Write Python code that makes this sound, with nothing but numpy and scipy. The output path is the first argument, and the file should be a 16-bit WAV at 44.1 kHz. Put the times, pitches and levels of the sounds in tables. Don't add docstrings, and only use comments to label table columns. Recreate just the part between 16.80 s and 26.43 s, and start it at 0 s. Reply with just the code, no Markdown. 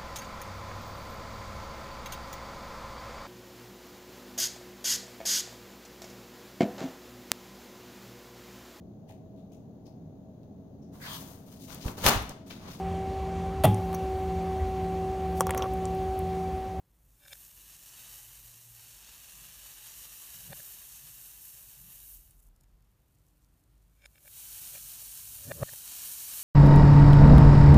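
import sys
import numpy as np
from scipy import signal
from scipy.fft import rfft, irfft
from scipy.io import wavfile
from scipy.ndimage import uniform_filter1d

SR = 44100
rng = np.random.default_rng(int(sys.argv[2]) if len(sys.argv) > 2 else 0)


def digitize_waveform(pressure):
    field = np.atleast_2d(pressure).T
    bounded = np.clip(field, -1, 1)
    quanta = np.round(bounded * 32767).astype(np.int16)
    wavfile.write(sys.argv[1], SR, quanta)


N = 424683
TIME_S = np.arange(N) / SR
RING_TIME_S = np.arange(SR // 3) / SR
FREQS_HZ = np.maximum(np.fft.rfftfreq(N, 1 / SR), 1)


def from_db(db):
    return 10 ** (np.asarray(db) / 20)


def unit_rms(x):
    return x / np.sqrt(np.mean(x ** 2) + 1e-20)


def spectrum_db(points):
    hz, db = np.transpose(points)
    return np.interp(np.log(FREQS_HZ), np.log(hz), db)


def coloured(x, db):
    return unit_rms(irfft(rfft(x) * from_db(db), N))


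def butter(x, hz, kind, order=2):
    sos = signal.butter(order, np.clip(hz, 10, .45 * SR), kind, fs=SR, output="sos")
    return signal.sosfilt(sos, x)


def drift(rate_hz):
    grid_s = np.arange(0, N / SR + 1, 1 / 2000)
    hz = np.fft.rfftfreq(len(grid_s), grid_s[1])
    spectrum = rfft(rng.standard_normal(len(grid_s))) / (1 + (hz / rate_hz) ** 2)
    return np.interp(TIME_S, grid_s, unit_rms(irfft(spectrum, len(grid_s))))


def rumble(hz, edge_ratio=1.253):
    return unit_rms(butter(rng.standard_normal(N), [hz / edge_ratio, hz * edge_ratio], "band"))


# frequency in Hz, relative density in dB.
ROOM_SPECTRUM = [(18, -27), (33, -4.5), (50, 6.5), (65, -1), (90, -4.5), (130, -5.5), (200, -14.5),
                 (300, -16.5), (450, -22), (1000, -25), (2200, -32), (5000, -36), (15000, -64)]
# centre in seconds, top level in dB, half length in seconds, pitch in Hz.
RUMBLE_SWELLS = [(2.64, -65, 0.11, 142), (3.582, -59, 0.038, 128), (3.70, -55, 0.054, 139),
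                 (4.248, -67.5, 0.18, 127), (5.05, -65.5, 0.093, 141), (5.62, -58.5, 0.35, 39.7),
                 (8.05, -67.5, 0.33, 121), (8.62, -59, 0.2, 83), (8.703, -45.5, 0.04, 131),
                 (8.784, -47, 0.058, 130)]
# start in seconds, end in seconds, pitch in Hz, level in dB.
DRONE_TONES = [(0, 8.3, 50.1, -70.5), (1.2, 1.5, 117, -72), (1.57, 2.15, 116.6, -65),
               (6.27, 7.08, 304, -87)]

def background(room_db=-67, rumble_hz=128.6, rumble_db=-77, waver_db=2.0, fade_s=0.047):
    out = from_db(room_db) * coloured(rng.standard_normal(N), spectrum_db(ROOM_SPECTRUM))
    out += from_db(rumble_db) * rumble(rumble_hz)
    for centre_s, db, half_s, hz in RUMBLE_SWELLS:
        out += from_db(db) * np.exp(-((TIME_S - centre_s) / half_s) ** 2) * rumble(hz)
    for start_s, end_s, hz, db in DRONE_TONES:
        gate = np.clip(np.minimum(TIME_S - start_s, end_s - TIME_S) / fade_s + .5, 0, 1)
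        gain = gate * from_db(db + waver_db * drift(4.5))
        out += gain * np.sqrt(2) * np.sin(2 * np.pi * hz * TIME_S + 0.38 * drift(3.9))
    return out


def add_reversed(track, end_s, sound):
    end = min(round(end_s * SR), N)
    length = min(end, len(sound))
    track[end - length:end] += sound[:length][::-1]


def ring(modes, t60_scale=1, sharp_hz=SR, favoured_hz=SR, favour_db=7.0):
    hz, db, t60_s = np.transpose(modes)[:, :, None]
    db = db + favour_db * np.exp(-(np.log(hz / favoured_hz) / 0.1) ** 2)
    decay = from_db(db - 60 * RING_TIME_S / (t60_s * t60_scale))
    softening = np.sqrt(1 + (hz / sharp_hz) ** 4)
    rise = 1 - np.exp(-RING_TIME_S * hz)
    return np.sum(rise * decay / softening * np.sin(2 * np.pi * hz * RING_TIME_S), axis=0)


def burst(t60_s):
    return rng.standard_normal(len(RING_TIME_S)) * from_db(-60 * RING_TIME_S / t60_s)


def in_room(sound, wet_db, t60_s=0.29, first_echo_s=0.0023):
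    tail = burst(t60_s) * (RING_TIME_S > first_echo_s)
    wet = signal.fftconvolve(sound, tail / np.linalg.norm(tail))[:len(sound)]
    return sound + from_db(wet_db) * wet


# frequency in Hz, relative level in dB, base t60 in seconds.
BLADE_MODES = [(579, -12, 0.082), (796, -11.5, 0.041), (1586, -5, 0.029), (1710, -8.5, 0.05),
               (1805, -19, 0.045), (2270, -21, 0.058), (2289, -20, 0.18), (2350, -11, 0.069),
               (2700, -9, 0.043), (3210, -12, 0.049), (3580, -6.5, 0.045), (3770, -19, 0.075),
               (5190, -5, 0.055), (5070, -24, 0.031), (6920, -2.5, 0.048), (8900, -5.5, 0.078)]
# contact in seconds, gain in dB, sharpness in Hz, t60 scale, favoured Hz.
BLADE_TOUCHES = [(.4250, -65.5, 5500, 1.4, 3600), (.4402, -58, 4000, 1.5, 3650),
                 (.4553, -51.5, 4500, 0.45, 5200), (.4642, -50.5, 2200, 0.99, 1570),
                 (0.484, -46.5, 6000, 0.54, 3700), (.5240, -49, 4000, 1.4, 2310),
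                 (.5333, -37, 6000, 0.5, 3570), (.5562, -53, 2600, 0.75, 1580),
                 (5.8435, -66, 5000, 0.58, 7000), (7.2238, -57, 4200, .55, 2324),
                 (7.245, -52, 3000, 0.74, 2280), (7.2608, -42, 5080, 0.55, 2220),
                 (7.3594, -53.5, 3500, .45, 2510), (7.3834, -54, 3500, 0.65, 2480),
                 (7.4606, -51, 1500, 0.75, 600), (7.4808, -46.5, 2500, .7, 2220)]

def blade_clinks(crack_db=-8, crack_t60_s=0.011, crack_low_hz=1600):
    out = np.zeros(N)
    for contact_s, db, sharp_hz, t60_scale, favoured_hz in BLADE_TOUCHES:
        crack = butter(burst(crack_t60_s), crack_low_hz, "high")
        crack = from_db(crack_db) * butter(crack, 2.6 * sharp_hz, "low")
        blade = ring(BLADE_MODES, t60_scale, sharp_hz, favoured_hz)
        add_reversed(out, contact_s, from_db(db) * in_room(blade + crack, wet_db=-12.5))
    return out


# time in seconds, relative level in dB, low edge in Hz.
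LONE_POPS = [(0.5360, -37, 2000), (0.6510, -37, 5500), (0.6526, -41, 5500), (5.511, -41, 7590),
             (5.689, -53, 7000), (5.765, -51, 5590), (5.812, -48, 5030), (5.838, -51, 6000),
             (6.026, -56, 6000), (6.468, -56, 6000), (6.648, -53, 4000), (6.840, -55, 6000),
             (7.268, -50, 3500)]
# start and end in seconds, pops per second,
# relative level in dB, low edge in Hz.
CRACKLE_SPELLS = [(5.5, 5.695, 77, -49.5, 7540), (6.352, 7.152, 13, -58.5, 6000)]

def sugar_pops(t60_s=0.018, gain_db=-6, top_hz=11500):
    events = list(LONE_POPS)
    for start_s, end_s, per_s, db, low_hz in CRACKLE_SPELLS:
        count = round(per_s * (end_s - start_s))
        events += [(pop_s, db, low_hz) for pop_s in rng.uniform(start_s, end_s, count)]
    out = np.zeros(N)
    for pop_s, db, low_hz in events:
        snap = butter(burst(t60_s), low_hz, "high", order=4)
        snap = butter(snap, top_hz, "low", order=1)
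        add_reversed(out, pop_s, from_db(db + gain_db) * in_room(snap, wet_db=-10))
    return out


THREADS_SNAP_S, BLADE_CLEAR_S = 5.69, 6.3

def by_press(first, second):
    return np.where(TIME_S < BLADE_CLEAR_S, first, second)


def bubbles(per_s, size_db=3.5):
    sizes = from_db(size_db * np.minimum(rng.exponential(1, N), 5)) * rng.choice([-1, 1], N)
    bursting = rng.random(N) < per_s / SR
    return unit_rms(sizes * bursting / np.sqrt(per_s))


def blade_echo(x, presses, dull_hz=7000, sway_share=0.019, sway_hz=0.5):
    delay_ms, strength = (by_press(*column) for column in np.transpose(presses)[-2:])
    delay_ms = delay_ms * (1 + sway_share * drift(sway_hz))
    dull = irfft(rfft(x) / (1 + (FREQS_HZ / dull_hz) ** 4), N)
    return x + strength * np.interp(TIME_S - delay_ms / 1000, TIME_S, dull)


def drifting_colour(x, count=8, delay_range_s=(.0008, .005)):
    lags = (rng.uniform(*delay_range_s, count) * SR).astype(int)
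    return x + sum(.06 * drift(2) * np.roll(x, lag) for lag in lags)


# base levels in dB of frying, sizzle, fizz.
STUCK_SUGAR_DB = [-90.5, -86, -80.5]
FADE_SCALES = [0.93, 0.99, 1.07]

def boil_levels(press, curve, release_s=0.26, fade_power=1.28, fry_per_coarse=1.347):
    touch_s, leave_s, approach_s, fry_db, stuck_db = press[:5]
    times_s, *columns = np.transpose(curve)
    fizz_db, coarse_db = (np.interp(TIME_S, times_s, column) for column in columns)
    away = np.maximum(touch_s - TIME_S, 0) / approach_s + np.maximum(TIME_S - leave_s, 0) / release_s
    contact = np.exp(-(away / np.array(FADE_SCALES)[:, None]) ** fade_power)
    contact *= (TIME_S < THREADS_SNAP_S) | (TIME_S > BLADE_CLEAR_S)
    pressed_db = fizz_db + np.array([fry_db + fry_per_coarse * coarse_db, coarse_db, np.zeros(N)])
    lifted_db = stuck_db + np.array(STUCK_SUGAR_DB)[:, None]
    return contact * pressed_db + (1 - contact) * lifted_db


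# touch, leave and approach time in seconds, frying offset in dB,
# stuck sugar offset in dB, blade echo delay in ms, echo strength 0-1.
KNIFE_PRESSES = [(0.54, 5.305, 0.22, -2, -1.5, 1.08, 0.22), (7.569, 9.7, 0.19, -4.5, 0.5, 1.21, 0.02)]
# time in seconds, fizz in dB, coarseness (sizzle over fizz) in dB.
FIRST_BOIL_CURVE = [(0.6, -56.5, -6.5), (1.07, -55.5, -2.5), (1.27, -51.5, -3), (1.9, -58, -4.5),
                    (2.0, -57, -2), (2.27, -57, -0.5), (3.1, -52, -2.5), (3.83, -49, -5.5),
                    (4.22, -52, -5.5), (4.68, -51, -8), (4.91, -54.5, -7), (5.33, -50, -11.5)]
SECOND_BOIL_CURVE = [(7.6, -48, -5), (7.65, -48, -5), (7.76, -46, -4.5), (8.78, -48.5, -5.5),
                     (9.25, -43, -3.5), (9.46, -42, -6), (9.6, -40.5, -5.5)]
# frequency in Hz, relative density in dB.
FIRST_BOIL_SPECTRUM = [(250, -15.5), (500, -10.5), (780, -9.5), (1200, -9.5), (2200, -7.5), (3000, -6),
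                       (4600, -6), (6500, 0), (9000, 1.5), (10600, 2.5), (12500, 6), (15300, 4.5)]
SECOND_BOIL_SPECTRUM = [(250, -16), (500, -19), (800, -12), (1300, -13.5), (2000, -11.5), (3000, -9),
                        (4400, -7), (5500, -6), (7000, -3), (9600, -0.5), (11000, 0), (15300, 2)]
# centre in Hz, half width in Hz, gain in dB.
GAP_RESONANCES = [(730, 400, -2.5), (1650, 150, 0.5), (2036, 210, -3.5), (2950, 320, 3), (3540, 140, -3),
                  (3850, 93, 2), (4440, 330, 1), (4906, 290, -4.5), (6680, 110, 0.5), (7570, 250, -1.5),
                  (8530, 100, 2.5), (9500, 600, 1.5), (10520, 350, -2), (11560, 550, 1)]
BAND_EDGES_HZ = [100, 4800, 8400, 15300]

def sugar_boil(bursts_per_s=6000, full_boil_db=-53, steam_db=1.0, sputter_db=0.2, flutter_db=0.73,
               surge_db=0.84, trims_db=(-0.09, 0.0, -0.34), overlap=0.24):
    levels_db = by_press(boil_levels(KNIFE_PRESSES[0], FIRST_BOIL_CURVE),
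                         boil_levels(KNIFE_PRESSES[1], SECOND_BOIL_CURVE))
    per_s = bursts_per_s * from_db(.5 * (levels_db[-1] - full_boil_db))
    source = bubbles(per_s) + from_db(steam_db) * rng.standard_normal(N)
    source *= from_db(sputter_db * drift(130) + flutter_db * drift(15))
    source = drifting_colour(blade_echo(source, KNIFE_PRESSES))
    gap_db = sum(db * np.exp(-((FREQS_HZ - hz) / half_hz) ** 2) for hz, half_hz, db in GAP_RESONANCES)
    first = coloured(source, spectrum_db(FIRST_BOIL_SPECTRUM) + gap_db)
    second = coloured(source, spectrum_db(SECOND_BOIL_SPECTRUM) + gap_db)
    spectrum = rfft(by_press(first, second))
    above = [1] + [.5 + .5 * np.tanh(np.log(FREQS_HZ / hz) / overlap) for hz in BAND_EDGES_HZ[1:-1]] + [0]
    out = np.zeros(N)
    for k, db in enumerate(levels_db):
        core = irfft(spectrum * (FREQS_HZ > BAND_EDGES_HZ[k]) * (FREQS_HZ <= BAND_EDGES_HZ[k + 1]), N)
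        running_rms = np.sqrt(uniform_filter1d(core ** 2, SR // 5))
        band = irfft(spectrum * (above[k] - above[k + 1]), N)
        out += from_db(db + trims_db[k] + surge_db * drift(5)) * band / running_rms
    return out


# frequency in Hz, relative level in dB, base t60 in seconds.
PLATE_MODES = [(260, -18, 0.065), (459, -22, 0.16), (573.5, -4, 0.054), (617, -1.5, 0.036),
               (762, -7.5, 0.03), (862, -17, 0.027), (1143, -18.5, 0.03), (1229, -10, 0.029),
               (1540, -12, 0.038), (1687, 0, 0.021), (1805, -5.5, 0.04), (2400, -4.5, 0.029),
               (2755, -8.5, 0.04), (3590, -2.5, 0.03), (4280, -0.5, 0.018)]
TABLE_MODES = [(72, -20, 0.19), (127, 5.5, 0.043), (144, -28, 0.15), (135, -28, 0.28), (169, -35.5, 0.068)]
# contact in seconds, gain in dB, sharpness in Hz, t60 scale, favoured Hz,
# favour in dB, relative table thump in dB.
PLATE_CONTACTS = [(3.71, -54, 700, 1, 500, 3, -39), (3.7240, -51, 2000, 1.3, 795, 4, -42),
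                  (3.7328, -38.5, 4200, 0.88, 800, 13, -63), (3.805, -54, 3200, 2.1, 1610, 9, -52),
                  (7.9489, -54, 2800, 0.54, 2400, 4, -73), (7.9597, -51.5, 2800, 1.7, 2400, 12, -53),
                  (7.981, -56, 2600, 1.7, 2400, 10, -66), (8.229, -56, 1103, 1.3, 898, 16, -59),
                  (8.7030, -35, 440, 1.5, 255, 15, -50), (8.7197, -26, 1590, 1.05, 1830, 0, -41),
                  (8.8339, -19, 670, 1.15, 1135, 14.5, -21.5), (8.8942, -49.5, 3530, 1.2, 1840, 14, -72),
                  (8.9376, -44.5, 2600, 0.58, 850, 21, -45)]

def plate_knocks(crack_db=-12, thump_db=5, rattle_db=-13, rattle_top_hz=520):
    out = np.zeros(N)
    for contact_s, db, sharp_hz, t60_scale, favoured_hz, favour_db, table_db in PLATE_CONTACTS:
        plate = ring(PLATE_MODES, t60_scale, sharp_hz, favoured_hz, favour_db)
        crack = from_db(crack_db) * butter(burst(t60_s=0.0076), sharp_hz, "low")
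        rattle = from_db(rattle_db) * butter(burst(t60_s=0.25), [rattle_top_hz / 3, rattle_top_hz], "band")
        thump = from_db(table_db + thump_db) * ring(TABLE_MODES)
        knock = from_db(db) * (plate + crack + rattle) + thump
        add_reversed(out, contact_s, in_room(knock, wet_db=-14))
    return out


def scene():
    mono = sugar_boil() + blade_clinks() + plate_knocks() + background() + sugar_pops()
    return np.tile(mono, (2, 1))


def record(dry, low_cut_hz=33, high_cut_hz=15330):
    high_pass = 1 / np.sqrt(1 + (low_cut_hz / FREQS_HZ) ** 10)
    low_pass = 1 / np.sqrt(1 + (FREQS_HZ / high_cut_hz) ** 600)
    return irfft(rfft(dry) * high_pass * low_pass, N)


dry = scene()
out = record(dry)
digitize_waveform(out)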